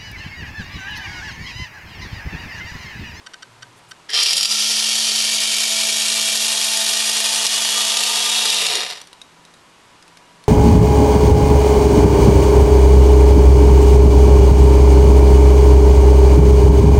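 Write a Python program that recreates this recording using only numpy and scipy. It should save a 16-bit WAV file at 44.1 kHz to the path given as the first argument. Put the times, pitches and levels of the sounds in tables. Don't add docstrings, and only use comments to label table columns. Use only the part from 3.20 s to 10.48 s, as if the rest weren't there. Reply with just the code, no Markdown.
import sys
import numpy as np
from scipy import signal
from scipy.fft import rfft, irfft
from scipy.io import wavfile
from scipy.ndimage import uniform_filter1d

SR = 44100
rng = np.random.default_rng(int(sys.argv[2]) if len(sys.argv) > 2 else 0)


def unload_wav(signal):
    wavfile.write(
        sys.argv[1],
        SR,
        np.round(np.clip(np.atleast_2d(signal).T, -1, 1) * 32767).astype(np.int16),
    )


N = 321048
TIME = np.arange(N) / SR

ON_S, ENGAGE_S, OFF_S = 0.8875, 0.932, 5.31


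def from_db(db):
    return 10 ** (np.asarray(db) / 20)


def rms_one(x):
    return x / np.sqrt(np.mean(x ** 2) + 1e-20)


def since(s):
    return np.maximum(TIME - s, 0)


def plateau(middle, half_length):
    return 1 / (1 + ((TIME - middle) / half_length) ** 8)


def nearness(s, passing_s=0.44):
    return 1 / (1 + ((TIME - s) / passing_s) ** 2)


def dying(start, t60):
    age = TIME - start
    return (age >= 0) * from_db(-60 * np.clip(age / t60, 0, 4))


def drift(rate_hz):
    step = 40
    r = np.exp(-2 * np.pi * rate_hz * step / SR)
    noise = rng.standard_normal(N // step + 2002)
    slow = signal.lfilter([1], [1, -2 * r, r * r], noise)[2000:]
    return np.interp(np.arange(N) / step, np.arange(len(slow)), rms_one(slow))


def colour(x, spectrum):
    size = 2 ** 12
    hz, db = np.transpose(spectrum)
    grid = np.maximum(np.arange(size // 2 + 1) * SR / size, 1)
    gain = from_db(np.interp(np.log(grid), np.log(hz), db))
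    cepstrum = irfft(np.log(gain))
    cepstrum[1:size // 2] *= 2
    cepstrum[size // 2 + 1:] = 0
    return signal.fftconvolve(x, irfft(np.exp(rfft(cepstrum))))[:N]


def resonance(x, hz, width_hz):
    r = np.exp(-np.pi * width_hz / SR)
    feed = np.array([1, 0, -1]) * (1 - r * r) / 2
    ring = [1, -2 * r * np.cos(2 * np.pi * hz / SR), r * r]
    return signal.lfilter(feed, ring, x + 1e-18)


def noise_band(noise, hz, width_hz):
    return rms_one(resonance(resonance(noise, hz, width_hz), hz, width_hz))


def rotor_speed(half_speed_s=1.02, run_up_s=.082, coast_s=.185):
    # [t/s, speed/turns per s]
    cruise_speed = [(1.5, 219.4), (1.8, 220.4), (3.65, 220.8), (4.7, 222)]
    s, turns_per_s = np.transpose(cruise_speed)
    cruise = np.interp(TIME, s, turns_per_s) * (1 + .0009 * drift(4))
    run_up = 1 / (1 + np.exp((half_speed_s - TIME) / run_up_s))
    coast = 1 / np.sqrt(1 + (since(OFF_S) / coast_s) ** 4)
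    return cruise * run_up * coast


def drive(switch_rise_s=0.0069, fade_s=5.575, steep_s=5.71, fade_db_per_s=34, steep_db_per_s=149):
    # [middle t/s, half length/s, level/dB]
    slack = (1.222, 0.083, -2.5)
    middle, half_length, slack_db = slack
    switch = np.minimum(since(ON_S) / switch_rise_s, 1)
    release_db = fade_db_per_s * since(fade_s) + steep_db_per_s * since(steep_s)
    return switch * from_db(slack_db * plateau(middle, half_length) - release_db)


def gears(speed, turns, contacts_per_turn=26, spread_db=3.5, flutter_db=0.58, rub=0.25):
    # [turns per rotor turn, swing of the rattle/dB]
    wheels = [(.0497, .8), (.1125, .7), (.1395, .6), (.2018, .7), (.2516, .7), (1, 1.6), (2, 1.1)]
    chance = contacts_per_turn * speed / SR
    sizes = from_db(spread_db * np.clip(rng.standard_normal(N), -3, 1.6))
    hits = (rng.random(N) < chance) * sizes * rng.choice([-1, 1], N)
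    force = hits / np.sqrt(chance) + rub * rng.standard_normal(N)
    press_db = sum(swing_db * np.sin(2 * np.pi * (ratio * turns + rng.random()))
                   for ratio, swing_db in wheels)
    return parts(force * from_db(press_db + flutter_db * drift(60)), speed)


def parts(force, speed, strain_s=0.19):
    # [low f/Hz, high f/Hz]
    ranges = [(140, 2100), (2100, 4200), (4200, 6100), (6100, 16000)]
    # [level/dB, passing t/s, half width/s, swell/dB,
    # lift under starting torque/dB, change at standstill/dB]
    part_levels = [(-37.5, 4.94, 1.62, 6.5, 2, 3), (-24.5, 5.29, 0.2, 4, 7, -3.5),
                   (-25.5, 1.26, 0.34, 4, 7, -4.5), (-28, 3.47, 2.75, 4.5, 3.5, -11.5)]
    sound = reflections(body(force))
    strain = plateau(ENGAGE_S, strain_s)
    slowness = 1 - speed / speed.max()
    out = 0
    for edges, (db, s, half_width, swell_db, strain_db, slow_db) in zip(ranges, part_levels):
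        band = signal.butter(6, edges, "band", fs=SR, output="sos")
        part = signal.sosfiltfilt(band, sound)
        part = part / np.sqrt(uniform_filter1d(part ** 2, size=SR // 3) + 1e-18)
        level_db = db + swell_db * nearness(s, half_width) + strain_db * strain + slow_db * slowness
        out = out + part * from_db(level_db)
    return out


def body(force):
    # [f/Hz, relative level/dB per Hz]
    rattle = [(180, -28), (340, -30), (430, -16), (1000, -15.5), (1550, -14.5), (2100, -12), (2700, -2),
              (4800, 7), (5850, 2), (6200, -6), (6700, -1), (9600, -4), (11300, -7), (12200, -14),
              (13000, -29.5)]
    # [f/Hz, width/Hz, lift/dB, passing t/s, swell/dB]
    modes = [(428, 53, 4.5, 5.46, 6.5), (708, 73, 5.5, 6.6, 28), (940, 95, 2, 4.76, 6),
             (1203, 24, 7, 4.67, 4.5), (1362, 34, 2, 1.37, 10.5), (1854, 170, 8.5, 5.2, -3.5),
             (2040, 46, 0, 5.86, 12), (2340, 180, 5.5, 2.45, 6.5), (2798, 230, 6.5, 2.9, 2.5),
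             (2930, 93, -3.5, 4.56, 14), (3110, 100, -1, 0.92, 13), (3284, 94, 4.5, 2.2, 0.5),
             (3663, 35, 0.5, 5.3, 9), (3690, 160, 3, 3.2, 4), (4200, 120, 0.5, 2.43, 2.5),
             (4640, 310, -7, 1.92, 18.5), (4840, 180, -1, 1.16, 10), (5450, 390, -7.5, 1.9, 16),
             (5494, 370, 4.5, 1.36, 3.5), (6760, 260, 4, 2.7, 1), (8560, 190, 3, 7.1, -1.5),
             (10520, 130, 5, 1.7, 4.5)]
    rings = 0
    for hz, width_hz, lift_db, s, swell_db in modes:
        extra = from_db(lift_db + swell_db * nearness(s)) - 1
        rings = rings + extra * resonance(force, hz, width_hz)
    return colour(force + rings, rattle)


def reflections(x, echo_gain=0.088, scatter_gain=0.11, count=4):
    # [delay at time zero/ms, shrinking/ms per s]
    paths = [(.92, .017), (1.53, .088), (2.25, .04)]
    delays = [(ms - ms_per_s * TIME) / 1000 for ms, ms_per_s in paths]
    out = x + echo_gain * sum(np.interp(TIME - delay, TIME, x) for delay in delays)
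    for stretch, echo_sign in zip(rng.uniform(1.5, 7, count), rng.choice([-1, 1], count)):
        arrival = TIME - stretch * delays[1] - 4e-5 * drift(.5)
        out = out + scatter_gain * echo_sign * np.interp(arrival, TIME, x)
    return out


def whine(speed, turns, overall_db=-16.0, waver_db=1.5):
    # [multiple of rotor speed, relative level/dB, passing t/s, swell/dB]
    mesh_tones = [(14, -21.5, 2.1, 5), (15, -18.5, 4.5, 3.5), (22, -20, 1.7, 2), (27, -37, 1.55, 10),
                  (28, -21.5, 1.1, 11), (29, -21.5, 3.24, 2.5), (51, -45, 2, 16)]
    tones = 0
    for order, db, s, swell_db in mesh_tones:
        phase_jitter = .4 * drift(9) + .45 * drift(70)
        level = from_db(db + swell_db * nearness(s) + waver_db * drift(0.71))
        tones = tones + level * np.sin(2 * np.pi * order * turns + phase_jitter)
    return from_db(overall_db) * np.sqrt(2) * tones * (speed / speed.max()) ** 8


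def hum(speed, turns, waver_db=1.06, judder_db=3.5, brake_s=.1):
    # [multiple of rotor speed, level before the mount/dB, passing t/s,
    # half width/s, change at standstill/dB, change while braking/dB]
    orders = [(1, -45.5, 1.9, 5.1, -21, 3.5), (3, -44, 3.5, 1.3, -4.5, 4), (4, -42.5, 4.9, 1.56, -15, -6.5)]
    # [f/Hz, width/Hz, gain of the added ring/dB]
    mount = (412, 50, 14.5)
    braking = np.minimum(since(OFF_S) / brake_s, 1)
    slowness = 1 - speed / speed.max()
    tones = 0
    for order, db, s, half_width, slow_db, brake_db in orders:
        level_db = db + slow_db * slowness + brake_db * braking + waver_db * order * drift(8.2)
        slip = .09 * drift(18)
        tone = np.sin(order * (2 * np.pi * turns + slip))
        tones = tones + nearness(s, half_width) * from_db(level_db) * tone
    unsteady = np.clip(4 * slowness, 0, 1)
    tones = np.sqrt(2) * tones * from_db(judder_db * unsteady * drift(25))
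    mount_hz, width_hz, mount_db = mount
    tones = tones + from_db(mount_db) * resonance(tones, mount_hz, width_hz)
    return signal.sosfilt(signal.butter(4, 155, "high", fs=SR, output="sos"), tones)


def bite(t60=1.0):
    # [f/Hz, width of each filter pass/Hz, starting level/dB]
    groans = [(421.5, 12, -45), (1830, 450, -34), (3230, 250, -38), (5430, 830, -40)]
    force = rng.standard_normal(N)
    groan = sum(from_db(db) * noise_band(force, hz, width) for hz, width, db in groans)
    return dying(ON_S, t60) * groan


def snaps(level_db=-6, t60=.04):
    # [t/s, relative level/dB]
    snap_times = [(0.902, -19), (1.0327, 0), (1.065, -3), (1.108, -3), (1.132, -1), (1.168, -4.5),
                  (1.179, -1.5), (1.2092, -4), (1.23, 1.5), (1.248, -5), (1.255, -0.5), (2.8193, -7),
                  (4.2664, 3), (4.77, 0), (4.835, 2), (5.3008, 0.5), (5.466, -2.5), (5.553, -4.5)]
    force = sum(from_db(db) * dying(s, t60) for s, db in snap_times) * rng.standard_normal(N)
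    high_pass = signal.butter(4, 450, "high", fs=SR, output="sos")
    return from_db(level_db) * signal.sosfilt(high_pass, body(force))


def line_ticks(crack_t60=0.026, ring_t60=0.034, crack_db=-7):
    # [t/s, level/dB, ring f/Hz, ring level relative to the slip/dB]
    slips = [(5.815, -22, 5900, -12), (5.8722, -31, 4600, -20), (5.93, -28.5, 3930, -11),
             (6.016, -27.5, 3800, 0), (6.251, -34, 3820, -9), (6.3391, -36.5, 3830, -6),
             (6.825, -36, 4900, -6), (6.8793, -36, 2570, -9), (6.9713, -29.5, 4450, -15),
             (7.239, -32.5, 4360, -8)]
    # [f/Hz, relative level/dB]
    crack_colour = [(300, -6), (1500, -4), (3500, -0.5), (5800, -1), (7500, -10), (9500, -4), (12500, -21)]
    crack = from_db(crack_db) * rms_one(colour(rng.standard_normal(N), crack_colour))
    out = 0
    for s, db, hz, ring_db in slips:
        ring = from_db(ring_db) * dying(s, ring_t60) * np.sin(2 * np.pi * hz * (TIME - s))
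        out = out + from_db(db) * (crack * dying(s, crack_t60) + ring)
    return out


def lens_ticks(level_db=-1, scrape_db=-17, scrape_t60=0.013):
    # [t/s, relative level/dB]
    steps = [(0.0632, -23), (0.135, -22.5), (0.2232, -23), (0.423, -23), (0.7107, -23)]
    # [t after its start/s, relative level/dB]
    beats = [(.0005, -5), (.004, -2.5), (.0072, 0)]
    # [f/Hz, relative level/dB, time to fall 60 dB/s]
    barrel_modes = [(1280, -13, 0.023), (1545, -10.5, 0.048), (1910, -13, 0.018), (3040, -8, 0.017),
                    (3750, -19, 0.028), (4490, -9.5, 0.017), (5710, -10, 0.013), (8360, -13, 0.008)]
    clicks, age = np.zeros(N), TIME[:SR // 10]
    for s, db in steps:
        for lag, beat_db in beats:
            clicks[int((s + lag) * SR)] += from_db(db + beat_db + level_db)
    barrel = 0
    for k, (hz, db, t60) in enumerate(barrel_modes):
        mode = from_db(db - 60 * age / t60) * np.sin(2 * np.pi * hz * age)
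        barrel = barrel + mode * (-1) ** k
    scrape = noise_band(rng.standard_normal(len(age)), 4200, 6000)
    scrape = scrape * from_db(scrape_db - 60 * age / scrape_t60)
    return signal.fftconvolve(clicks, barrel + scrape)[:N]


def focus_hum(width_hz=25):
    # [middle t/s, half length/s, f/Hz, level/dB]
    motor_burr = (.5, .26, 115, -59)
    middle, half_length, hz, db = motor_burr
    return from_db(db) * noise_band(rng.standard_normal(N), hz, width_hz) * plateau(middle, half_length)


def swishes(hz=9000, width_hz=5000):
    # [middle t/s, half length/s, level/dB]
    swish_times = [(.58, 0.016, -59), (.705, .018, -54)]
    hiss = noise_band(rng.standard_normal(N), hz, width_hz)
    return hiss * sum(from_db(db) * plateau(middle, half_length) for middle, half_length, db in swish_times)


def room(x, t60=0.42, wet_db=-13):
    age = TIME[:SR // 2]
    tail = rng.standard_normal(len(age)) * from_db(-60 * age / t60) * (age > .006)
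    tail = tail / np.sqrt(np.sum(tail ** 2))
    return x + from_db(wet_db) * signal.fftconvolve(x, tail)[:N]


def room_air(hiss_db=-50):
    # [f/Hz, relative level/dB per Hz]
    air = [(30, -11.5), (90, -9.5), (150, -7.5), (260, -4.5), (480, -6.5), (700, -6.5), (1000, -3.5),
           (1500, -8), (3000, -11.5), (6000, -17), (8000, -19), (11500, -27), (13000, -40)]
    # [f/Hz, width of each filter pass/Hz, level/dB]
    fan_tones = [(122.3, 24, -70.5), (167, 2.2, -65.5), (972, 17, -63), (2870, 6, -69.5)]
    tones = sum(from_db(db) * noise_band(rng.standard_normal(N), hz, width) for hz, width, db in fan_tones)
    return from_db(hiss_db) * rms_one(colour(rng.standard_normal(N), air)) + tones


def scene(free_play_db=-17, attack_s=0.022):
    speed, running = rotor_speed(), drive()
    turns = np.cumsum(speed) / SR
    free_play = np.clip(.5 + (ENGAGE_S - TIME) / attack_s, 0, 1)
    engaged = from_db(free_play_db * free_play)
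    winch = running * (bite() + engaged * (gears(speed, turns) + whine(speed, turns))) + snaps()
    sound = room(winch + line_ticks()) + running * hum(speed, turns)
    return (sound + lens_ticks() + focus_hum() + swishes() + room_air())[None]


def record(dry, threshold_db=-13, release_db_per_s=130, cutoff_hz=13200):
    level_db = 10 * np.log10(uniform_filter1d(dry[0] ** 2, size=130) + 1e-12)
    recovery = release_db_per_s * TIME
    duck_db = np.maximum.accumulate(np.maximum(level_db - threshold_db, 0) + recovery) - recovery
    limited = dry * from_db(-uniform_filter1d(duck_db, size=60))
    low_pass = signal.ellip(10, .2, 80, cutoff_hz, fs=SR, output="sos")
    return signal.sosfilt(low_pass, limited)


dry = scene()
out = record(dry)
unload_wav(out)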